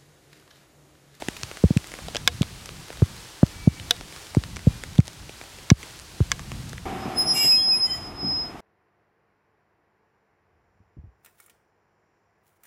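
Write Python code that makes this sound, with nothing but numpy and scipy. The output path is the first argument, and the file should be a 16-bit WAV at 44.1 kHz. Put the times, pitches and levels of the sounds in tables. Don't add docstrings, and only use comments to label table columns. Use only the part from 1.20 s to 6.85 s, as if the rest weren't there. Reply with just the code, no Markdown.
import sys
import numpy as np
from scipy import signal
from scipy.fft import rfft, irfft
from scipy.io import wavfile
from scipy.ndimage import uniform_filter1d, minimum_filter1d

SR = 44100
rng = np.random.default_rng(int(sys.argv[2]) if len(sys.argv) > 2 else 0)


def master(y):
    cut = np.clip(np.atleast_2d(y).T, -1, 1)
    pcm = np.round(cut * 32767)
    wavfile.write(sys.argv[1], SR, pcm.astype(np.int16))


N = 249385


def undb(db):
    return 10 ** (np.asarray(db) / 20)


def unit(x):
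    return x / np.sqrt(np.mean(x ** 2))


def decay(t, t60):
    return np.exp(-np.log(1000) * t / t60)


def swell(age, order):
    return (age * np.exp(1 - age)) ** order


def add(out, s, sound):
    i = int(np.clip(s * SR, 0, N - 1))
    out[i:i + len(sound)] += sound[:N - i]


def band(x, lo_hz, hi_hz):
    return signal.sosfilt(signal.butter(2, [lo_hz, hi_hz], "band", fs=SR, output="sos"), x)


def coloured_noise(spectrum):
    hz, db = np.transpose(spectrum)
    bin_hz = np.maximum(np.fft.rfftfreq(N, 1 / SR), 1)
    gains = undb(np.interp(np.log(bin_hz), np.log(hz), db))
    return unit(irfft(rfft(rng.standard_normal(N)) * gains, N))


def walk(per_s):
    hold = int(SR / per_s)
    steps = np.repeat(rng.standard_normal(N // hold + 1), hold)
    return unit(uniform_filter1d(uniform_filter1d(steps, hold), hold)[:N])


def drizzle(start_db=-44, easing_db_per_s=0.5, flicker_db=0.88,
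            patter_per_s=45, patter_db=-13, size_spread_db=7.5):
    # f/Hz, relative spectral level/dB
    spectrum = [(180, -37), (300, 0.5), (418, -3), (486, -4), (565, -5), (689, -4.5), (856, -4.5),
                (915, -4), (1030, -5), (2520, -6), (4590, -6), (9550, -12.5), (13300, -20), (16000, -25.5)]
    hiss = coloured_noise(spectrum) * undb(flicker_db * walk(9))
    sizes = undb(size_spread_db * np.minimum(rng.exponential(size=N), 3))
    drops = (rng.random(N) < patter_per_s / SR) * sizes
    envelope = signal.lfilter([1], [1, -np.exp(-1 / (0.00026 * SR))], drops)
    patter = unit(band(envelope * rng.standard_normal(N), 880, 8400))
    return undb(start_db - easing_db_per_s * np.arange(N) / SR) * (hiss + undb(patter_db) * patter)


def wind(flutter_db=2.2, gain_db=0.5):
    # t/s, relative level/dB
    gusts = [(0.0, -50.5), (0.4, -55), (0.94, -41.5), (1.44, -40.5), (1.72, -48.5), (1.88, -43),
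             (2.2, -56.5), (2.36, -45.5), (2.62, -38.5), (3.04, -55), (3.36, -40), (3.44, -47), (3.52, -37),
             (3.6, -46), (3.74, -39), (3.84, -45), (4.3, -52.5), (4.98, -50), (5.06, -42.6), (5.22, -41.4),
             (5.44, -37), (5.64, -47.5)]
    # f/Hz, relative spectral level/dB
    spectrum = [(20, -16), (45, 1.5), (90, -0.5), (150, -2), (220, -9), (330, -19), (600, -42), (1500, -70)]
    gust_db = np.interp(np.arange(N) / SR, *np.transpose(gusts))
    return coloured_noise(spectrum) * undb(gust_db + gain_db + flutter_db * walk(16))


def bird(waver=0.0043):
    # t/s, duration/s, f/Hz, peak level/dB
    whistles = [(2.289, .31, 2287, -47), (2.536, 0.074, 2280, -47), (2.61, .08, 2305, -53),
                (3.458, 0.18, 2410, -53)]
    out, drift = np.zeros(N), walk(43.6)
    for s, duration, hz, db in whistles:
        n = int(duration * SR)
        cycles = np.cumsum(hz * (1 + waver * drift[:n])) / SR
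        add(out, s, undb(db) * np.hanning(n) * np.sin(2 * np.pi * cycles))
    return out


def burst(t, lo_hz, hi_hz, t60):
    noise = band(rng.standard_normal(len(t)) * decay(t, t60), lo_hz, hi_hz)
    return noise * np.sqrt(0.006 * SR / np.sum(noise ** 2))


def tick(hz, thud_db, spray_db, crack_db=-1, ring_db=8.5):
    t = np.arange(SR // 30) / SR
    thud = undb(thud_db) * burst(t, lo_hz=240, hi_hz=850, t60=0.011)
    ring = undb(ring_db) * np.sin(2 * np.pi * hz * t) * decay(t, t60=0.012)
    crack = undb(crack_db) * burst(t, lo_hz=1280, hi_hz=3460, t60=0.0048)
    spray = undb(spray_db) * burst(t, lo_hz=4040, hi_hz=8800, t60=0.0045)
    return thud + ring + crack + spray


def stray_ticks(per_s=2.0, gain_db=-46, spread_db=1.5, centre_hz=2010, spread_octaves=0.32):
    out = np.zeros(N)
    for when, size, pitch in rng.uniform(-1, 1, (int(per_s * N / SR), 3)):
        drop = tick(centre_hz * 2 ** (spread_octaves * pitch), thud_db=-2, spray_db=-3)
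        add(out, (when + 1) / 2 * N / SR, undb(gain_db + spread_db * size) * drop)
    return out


def near_ticks():
    # t/s, level/dB, ring f/Hz, relative thud level/dB, relative spray level/dB
    drops = [(0.022, -41, 910, 12, -5), (0.0851, -28, 1960, -10, -5.5), (0.1666, -38.5, 2420, -13, -9),
             (0.2331, -31.5, 2580, -12, 2.5), (0.314, -36.5, 1390, -0.5, -10), (0.3714, -42, 1980, 0, -3),
             (0.5727, -32, 2610, -15, -3.5), (0.7179, -42.5, 2180, -1, 0),
             (0.7392, -36.5, 1360, -2.5, -6.5), (0.7881, -43, 2150, 5, -6), (0.884, -36, 1090, 4.5, -8),
             (0.9483, -32.5, 1650, 1, -3), (0.9571, -30.5, 3100, 2, -12), (1.2198, -30, 3550, -19, -4.5),
             (1.2293, -31.5, 2230, -5.5, -15), (1.4583, -48.5, 2500, -2, 9.5),
             (1.491, -38.5, 1240, -4, -13), (1.7034, -39, 1850, 4, -19), (2.5986, -40, 2970, -11, -10),
             (2.81, -40.5, 1500, 3, -3), (2.9624, -43.5, 1460, -4, -4), (3.1486, -39.5, 2160, 8, 1),
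             (3.2373, -35, 1770, -10, -8), (3.3678, -34.5, 2370, -2.5, -5), (3.6368, -34, 2140, -5.5, -4.5),
             (3.7817, -39.5, 3600, -5, -4), (3.803, -34, 2140, -3, -5.5), (3.8798, -43, 2000, 3, 2),
             (4.094, -43.5, 2500, 5.5, -8), (4.2136, -42, 2420, 2, -10), (4.63, -38, 2020, -9, -9),
             (5.1942, -41.5, 1120, 1, -2), (5.318, -36.5, 1110, -5, -7), (5.531, -39.5, 1700, 0, -5),
             (5.581, -40, 1970, -15, -15)]
    out = np.zeros(N)
    for s, db, hz, thud_db, spray_db in drops:
        add(out, s, undb(db) * tick(hz, thud_db, spray_db))
    return out


def case_taps(scatter_db=1, splash_db=-21, knock_db=-27, knock_hz=190, overload=1.15):
    # t/s, relative level/dB, place (0 = top panel, 1 = side panel)
    drops = [(0.2334, -31, 0.51), (0.5705, -27, 0.17), (0.9665, -11, 0.48), (1.0757, 7, 0.58),
             (2.7088, 1, 0.018), (3.3609, -26, 1), (4.5019, -3, 0.98), (5.117, -4.5, 1)]
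    # f/Hz, t60/s, relative level/dB struck on the top, the same struck on the side
    modes = [(484, 0.096, -32.5, -37.5), (711, 0.083, -29, -37.5), (1083, 0.027, -29, -17),
             (1380, 0.011, -11.5, -14.5), (1617, 0.026, -25.5, -20), (1660, 0.031, -31, -15.5),
             (2215, 0.023, -30, -11), (2520, 0.013, -14.5, -13), (2945, 0.031, -20.5, -24.5),
             (3336, 0.012, -3.5, -13), (3540, 0.017, -4, -16.5), (3845, 0.013, -4.5, -21.5),
             (3780, 0.21, -39, -56), (4230, 0.0045, -15.5, -12), (4917, 0.012, -14, -11.5),
             (5530, 0.0077, -8, -11), (5880, 0.0089, -23, -4), (6320, 0.0077, -6, -13.5),
             (7400, 0.007, -15, -11.5), (8360, 0.0072, -12, -31), (9840, .008, -17, -54),
             (13050, 0.0048, -17, -55)]
    out, t = np.zeros(N), np.arange(SR // 5) / SR
    hz, t60, top_db, side_db = np.transpose(modes)
    knock = undb(knock_db) * np.sin(2 * np.pi * knock_hz * t) * decay(t, t60=0.025)
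    for s, db, place in drops:
        gains = undb(top_db + place * (side_db - top_db) + scatter_db * rng.standard_normal(len(hz)))
        age = np.maximum(t - rng.uniform(0, 0.0005, (len(hz), 1)), 0)
        rings = np.sin(2 * np.pi * hz[:, None] * age) * decay(age, t60[:, None])
        splash = unit(band(rng.standard_normal(len(t)), 1250, 5100)) * decay(t, t60=0.033)
        signs = rng.choice([-1, 1], len(hz))
        add(out, s, undb(db) * ((gains * signs) @ rings + undb(splash_db) * splash + knock))
    return overload * np.tanh(out / overload)


def cover_thumps(pop_ms=2.36, snap_hz=1100, snap_ms=1.0, settle_hz=75, settle_db=-26):
    # t/s, swing level/dB, starting f/Hz, rise time/ms,
    # hollow pop f/Hz, relative pop level/dB, relative level/dB of the contact snap
    drops = [(0.0845, -17, 484, 1.94, 980, -22, -16), (0.23, -31, 200, 10.3, 400, -19, -30),
             (0.438, -4, 606, 6.3, 410, -5.5, -22.5), (0.445, -8.5, 220, 8.5, 442, -28, -29),
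             (0.5057, -7, 360, 3.8, 434, -16.5, -27), (0.5645, -6.5, 286, 4.8, 350, -23, -39),
             (1.21, -7.5, 235, 3.8, 530, -19, -44), (1.8204, -4, 211, 6.9, 326, -6.5, -20.5),
             (2.2298, 0.5, 650, 4.3, 536, -14, -18), (2.4734, 1.5, 298, 4.46, 560, -18.5, -52),
             (3.1689, -9.5, 254, 8.1, 233, 3.5, -20), (3.4694, -3, 440, 6.7, 426, -12.5, -45),
             (3.7879, 4.5, 230, 5.46, 714, -27, -38), (4.5142, 7, 387, 6.24, 619, -22, -39),
             (5.0039, -8.5, 277, 9.6, 299, -5.5, -19)]
    out, t = np.zeros(N), np.arange(SR // 8) / SR
    ms = 1000 * t
    for s, db, hz, rise_ms, pop_hz, pop_db, snap_db in drops:
        halving_ms = 6.84 * (289 / hz) ** 1.63
        cycles = np.cumsum(hz / (1 + ms / halving_ms)) / SR
        swing = swell(ms / rise_ms, order=2) * np.sin(2 * np.pi * cycles)
        pop = undb(pop_db) * swell(ms / pop_ms, order=3) * np.sin(2 * np.pi * pop_hz * t)
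        snap = undb(snap_db) * swell(ms / snap_ms, order=7) * np.sin(2 * np.pi * snap_hz * t)
        settle = np.sin(2 * np.pi * settle_hz * t) * decay(t, t60=0.16) * (1 - np.exp(-ms / rise_ms))
        add(out, s, undb(db) * (swing + pop + snap + undb(settle_db) * settle))
    return out


def scene():
    return (cover_thumps() + case_taps() + near_ticks() + drizzle() + wind() + bird() + stray_ticks())[None]


def limiter(x, ceiling_db=-1.5, hold_s=0.034, release_db_per_s=190):
    excess_db = np.maximum(20 * np.log10(np.abs(x) + 1e-9) - ceiling_db, 0)
    half_hold = int(hold_s * SR / 2)
    held_db = -minimum_filter1d(-excess_db, 2 * half_hold + 1, origin=half_hold)
    climb_db = release_db_per_s * np.arange(N) / SR
    cut_db = np.maximum.accumulate(held_db + climb_db) - climb_db
    gain_db = uniform_filter1d(minimum_filter1d(-cut_db, size=129), size=129)
    return x * undb(gain_db)


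def record(dry, top_hz=15900):
    low_pass = signal.ellip(8, 0.2, 70, top_hz, fs=SR, output="sos")
    return signal.sosfilt(low_pass, limiter(dry[0]))[None]


dry = scene()
out = record(dry)
master(out)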